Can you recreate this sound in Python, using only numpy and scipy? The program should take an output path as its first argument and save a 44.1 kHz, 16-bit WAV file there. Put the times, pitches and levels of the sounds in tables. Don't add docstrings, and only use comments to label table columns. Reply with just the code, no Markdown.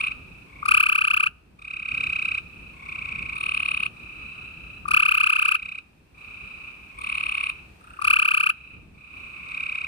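import sys
import numpy as np
from scipy import signal
from scipy.fft import rfft, irfft, next_fast_len
from scipy.io import wavfile
from scipy.ndimage import uniform_filter1d, minimum_filter1d

SR = 44100
rng = np.random.default_rng(int(sys.argv[2]) if len(sys.argv) > 2 else 0)


def unload_audio(sound):
    columns = np.transpose(np.atleast_2d(sound))
    steps = np.round(np.clip(columns, -1, 1) * 32767)
    wavfile.write(sys.argv[1], SR, steps.astype(np.int16))


N = 435266
FFT_SIZE = next_fast_len(N, real=True)

# frequency in Hz, gain in dB.
NEAR_VOICE = [(940, -29.5), (1140, -16.5), (1330, -13), (1590, -7), (1890, -25.5), (2240, -10.5),
              (2570, -3), (2910, -4.5), (3620, -50.5), (4100, -28), (6350, -48), (9250, -37), (10050, -28),
              (11250, -75.5)]
BRIGHT_VOICE = [(920, -8), (1130, -10.5), (1500, -10.5), (1900, -13), (2250, -13), (2500, 2), (2900, 2.5),
                (3400, -30.5), (4080, -16.5), (4600, -42.5), (7200, -50), (9600, -25.5), (11500, -55),
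                (15000, -57)]
DULL_VOICE = [(950, -9), (1200, -17.5), (1500, -12), (1900, -29), (2250, -9), (2500, 0), (2900, -8),
              (3400, -36.5), (3830, -22), (4300, -37), (7000, -49), (8600, -36.5), (10500, -58.5),
              (15000, -65.5)]
MUFFLED_VOICE = [(1000, -27), (1400, 10), (1900, -27), (2650, 0.5), (3400, -20), (7000, -51), (8700, -14),
                 (10500, -63)]
# voice, pulse length ratio, left lead in s, left minus right in dB for
# harmonics 1 and 2, bounce delay per channel in s, gains of bounce, scatter and yard tail in dB.
CALLERS = { "near": dict(voice=NEAR_VOICE, length=.95, lead_s=.000275, low_pan_db=8.5, pan_db=.8, bounce_s=(.0052, .0043),
           bounce_db=-17, scatter_db=-18, yard_db=-33),
           "left": dict(voice=BRIGHT_VOICE, length=.8, lead_s=.00044, low_pan_db=-1, pan_db=.6, bounce_s=(.0019, .0032),
           bounce_db=-10, scatter_db=-10.5, yard_db=-23),
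           "right": dict(voice=DULL_VOICE, length=.92, lead_s=.00045, low_pan_db=-.2, pan_db=-2.5, bounce_s=(.0061, .0014),
           bounce_db=-24, scatter_db=-9, yard_db=-19),
           "behind": dict(voice=DULL_VOICE, length=1, lead_s=.00044, low_pan_db=3, pan_db=-1, bounce_s=(.0046, .0028),
           bounce_db=-19.5, scatter_db=-9, yard_db=-12),
           "hidden": dict(voice=MUFFLED_VOICE, length=.8, lead_s=.00043, low_pan_db=0, pan_db=0, bounce_s=(.007, .005),
           bounce_db=-8, scatter_db=-6, yard_db=-10),
           "deep": dict(voice=DULL_VOICE, length=1, lead_s=.00044, low_pan_db=0, pan_db=0, bounce_s=(.009, .007),
           bounce_db=-8, scatter_db=0, yard_db=-1),
           "far": dict(voice=DULL_VOICE, length=.97, lead_s=.00043, low_pan_db=.9, pan_db=.8, bounce_s=(.0082, .0088),
           bounce_db=-7, scatter_db=1, yard_db=1.5)}


def undb(db):
    return 10 ** (np.asarray(db) / 20)


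def colour(points, hz):
    points_hz, db = np.transpose(points)
    return undb(np.interp(np.log(np.maximum(hz, 1)), np.log(points_hz), db))


def drift(rate_hz, size):
    step = int(SR / rate_hz)
    stairs = np.repeat(rng.standard_normal(size // step + 1), step)
    return 0.75 * uniform_filter1d(stairs, step)[:size]


def delay(x, delay_s):
    return np.pad(x, (int(delay_s * SR), 0))[:N]


def add(track, sound, start):
    lo, hi = max(start, 0), min(start + sound.shape[1], N)
    if hi > lo:
        track[:, lo:hi] += sound[:, lo - start:hi - start]


def chirp(caller, pitch, weak_db, whistles, jitter=.0081, rasp=.71, sac_follow=.36, buzz_onset_db=31):
    # time from the peak in s, fundamental in Hz, drive of the cords in dB.
    sweep = [(-.014, 1030, -27), (-.01, 1105, -6), (-.005, 1197, -1), (0, 1281, 0), (.002, 1335, -1),
             (.004, 1530, -7), (.0075, 1620, -30)]
    sweep_s, sweep_hz, drive_db = np.transpose(sweep)
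    t = np.arange(-720, 720) / SR
    sweep_time = t / caller["length"]
    age = sweep_time * np.exp(.027 * weak_db)
    detune = 1 - .0019 * weak_db + jitter * drift(1500, len(t))
    f0_hz = pitch * np.interp(sweep_time, sweep_s, sweep_hz) * detune
    drive = undb(np.interp(age, sweep_s, drive_db)) * (age > sweep_s[0]) * (age < sweep_s[-1])
    k = np.arange(1, 13)[:, None]
    sac = colour(caller["voice"], k * f0_hz / pitch ** sac_follow)
    buzz = drive ** .86 * (1 + rasp * drift(2200, len(t)))
    loss_db = weak_db * np.select([k == 1, k == 2], [.19, 1], (weak_db / buzz_onset_db) ** 2)
    harmonics = sac * np.where(k > 2, buzz, drive) * undb(-loss_db)
    pan_db = np.select([k == 1, k == 2], [caller["low_pan_db"], caller["pan_db"]], 0)
    lead_rad = np.where(k <= 4, np.pi * f0_hz * caller["lead_s"], .56 * rng.standard_normal(k.shape) / k)
    phase = 2 * np.pi * (np.cumsum(f0_hz) / SR + rng.random())
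    pulse = np.zeros((2, len(t)))
    for channel, side in zip(pulse, (1, -1)):
        waves = np.sin(k * (phase + side * lead_rad))
        channel += np.sum(harmonics * undb(side * pan_db / 2) * waves, axis=0)
    for peak_hz, fall_hz_per_s, whistle_db in whistles:
        glide_hz = (peak_hz - fall_hz_per_s * t) * (1 + .013 * drift(1500, len(t)))
        whistle_phase = 2 * np.pi * (np.cumsum(glide_hz) / SR + rng.random((2, 1)))
        pulse += undb(whistle_db - weak_db) * drive * np.sin(whistle_phase)
    return pulse


def pulse_times(first_s, last_s, rate_hz, slowing_per_s):
    length_s = last_s - first_s
    even_s = np.linspace(0, length_s, round(length_s * rate_hz) + 1)
    return first_s + even_s - slowing_per_s * even_s * (length_s - even_s)


def trills(name, swell_pulses=1.47, swell_shape=1.24, spread_db=.65, waver=.006):
    # first pulse in s, last pulse in s, gain in dB, pitch ratio, caller.
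    calls = [ (-.55, .07, -18, .97, "left"), (-.42, .119, -20, .99, "behind"), (.12, .42, -44, 1, "far"),
             (.47, .97, -37, .9, "deep"), (.632, 1.27, .2, 1.012, "near"), (1.595, 2.383, -16, 1, "right"),
             (2.4, 2.7, -40, 1.01, "far"), (2.74, 3.33, -33.5, .9, "deep"),
             (2.829, 3.367, -22.5, .975, "behind"), (3.358, 3.863, -17.5, .975, "left"),
             (3.94, 4.45, -36, 1, "far"), (4.14, 4.77, -37.5, 1.03, "far"),
             (4.859, 5.553, -1.1, 1.01, "near"), (4.997, 5.787, -18, 1, "right"),
             (6.15, 6.68, -35.5, .99, "far"), (6.45, 6.9, -41, .98, "far"), (6.92, 7.48, -34, .9, "deep"),
             (6.991, 7.498, -18, .955, "left"), (7.05, 7.59, -39, 1.01, "far"),
             (7.812, 8.3, -42, 1.02, "hidden"), (7.994, 8.501, -2.2, 1.01, "near"),
             (8.3, 8.74, -35.5, 1.01, "far"), (8.95, 9.5, -35.5, .98, "far"),
             (9.32, 9.9, -35.5, .9, "deep"), (9.461, 10.25, -19.5, .985, "right")]
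    habits = { "near": (33.1, .081, 33), "left": (35.5, .12, 17), "right": (33, .057, 20),
              "behind": (29.7, .097, 22), "hidden": (30.7, .08, 16), "deep": (32, .07, 13.4),
              "far": (31, 0.078, 8.6)}
    # frequency at the pulse peak in Hz, fall in Hz/s, gain in dB.
    whistles = [(12970, 8900, -37.5), (15550, 150000, -41.5)]
    rate_hz, slowing_per_s, first_weak_db = habits[name]
    track = np.zeros((2, N))
    for first_s, last_s, gain_db, pitch, who in calls:
        if who != name:
            continue
        for i, at_s in enumerate(pulse_times(first_s, last_s, rate_hz, slowing_per_s)):
            weak_db = first_weak_db * np.exp(-(i / swell_pulses) ** swell_shape)
            pulse_pitch = pitch * rng.normal(1, waver)
            pulse = chirp(CALLERS[name], pulse_pitch, weak_db, whistles if name == "near" else [])
            add(track, pulse * undb(rng.normal(gain_db, spread_db)), int(at_s * SR) - pulse.shape[1] // 2)
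    return track


def echoes(x, t60_s, gap_s):
    t = np.arange(int(t60_s * SR)) / SR
    response = rng.standard_normal((2, len(t))) * np.exp(-np.log(1000) * t / t60_s)
    response /= np.sqrt(np.sum(response ** 2, axis=1, keepdims=True))
    return signal.oaconvolve(delay(x, gap_s)[None], response, axes=1)[:, :N]


def frog(name):
    caller, direct = CALLERS[name], trills(name)
    bounce = np.array([delay(channel, s) for channel, s in zip(direct, caller["bounce_s"])])
    scatter = undb(caller["scatter_db"]) * echoes(direct[0], t60_s=.09, gap_s=.004)
    yard = undb(caller["yard_db"]) * echoes(direct[0], t60_s=.6, gap_s=.025)
    return direct + undb(caller["bounce_db"]) * bounce + scatter + yard


def chorus(level_db=-63.5, centre_hz=2520, width_hz=190, throb_db=3):
    hz = np.arange(FFT_SIZE // 2 + 1) * SR / FFT_SIZE
    resonance = np.exp(-.5 * ((hz - centre_hz) / width_hz) ** 2)
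    band = irfft(rfft(rng.standard_normal((2, FFT_SIZE))) * resonance)[:, :N]
    return band / np.std(band) * undb(level_db + throb_db * drift(60, N))


def rumble_gain(lift_width_s=.21, flutter_db=3):
    # time in s, gain in dB.
    course = [(0, 1.5), (4.9, 1.5), (6.1, -3.5), (9.87, -2.5)]
    # centre in s, lift in dB. The lift near 8.8 s brings the rumble back early from the ducking.
    lifts = [(1.9, 3), (3.2, 5), (8.82, 9.5)]
    t = np.arange(N) / SR
    course_db = np.interp(t, *np.transpose(course))
    lift_db = sum(db * np.exp(-((t - at_s) / lift_width_s) ** 2) for at_s, db in lifts)
    return undb(course_db + lift_db + flutter_db * drift(19, N))


def night_air(gain_db=-50, wide_hz=560, rumble_hz=440):
    # frequency in Hz, relative noise density in dB.
    spectrum = [(25, -14), (55, 5), (100, -2), (170, -3.5), (300, -9.5), (600, -20.5), (1000, -21.5),
                (2000, -27.5), (4000, -32.5), (7000, -40.5), (9500, -35.5), (11500, -52.5), (13500, -36.5),
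                (16000, -65)]
    hz = np.arange(FFT_SIZE // 2 + 1) * SR / FFT_SIZE
    mid, side = rfft(rng.standard_normal((2, FFT_SIZE))) * colour(spectrum, hz)
    width = np.clip(hz / wide_hz, .17, 1)
    stereo = np.array([mid + width * side, mid - width * side])
    lowpass = 1 / (1 + (hz / rumble_hz) ** 2)
    rumble = irfft(stereo * lowpass)[:, :N] * rumble_gain()
    hiss = irfft(stereo * (1 - lowpass))[:, :N]
    return (rumble + hiss) * undb(gain_db) / np.std(irfft(mid))


def scene():
    return sum(frog(name) for name in CALLERS) + chorus() + night_air()


def gain_control(x, limit_db=-9, hold_s=.58, slew_s=.08):
    level_db = 20 * np.log10(np.abs(x).mean(axis=0) + 1e-9)
    gain_db = np.minimum(0, limit_db - level_db)
    hold, slew = int(hold_s * SR), int(slew_s * SR)
    held_db = minimum_filter1d(gain_db, hold, origin=(hold - 1) // 2, mode="constant")
    return x * undb(uniform_filter1d(held_db, slew, origin=(slew - 1) // 2, mode="constant"))


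def record(dry):
    cutoff_hz = 15800
    lowpass = signal.ellip(10, .2, 80, cutoff_hz, fs=SR, output="sos")
    return signal.sosfilt(lowpass, gain_control(dry))


dry = scene()
out = record(dry)
unload_audio(out)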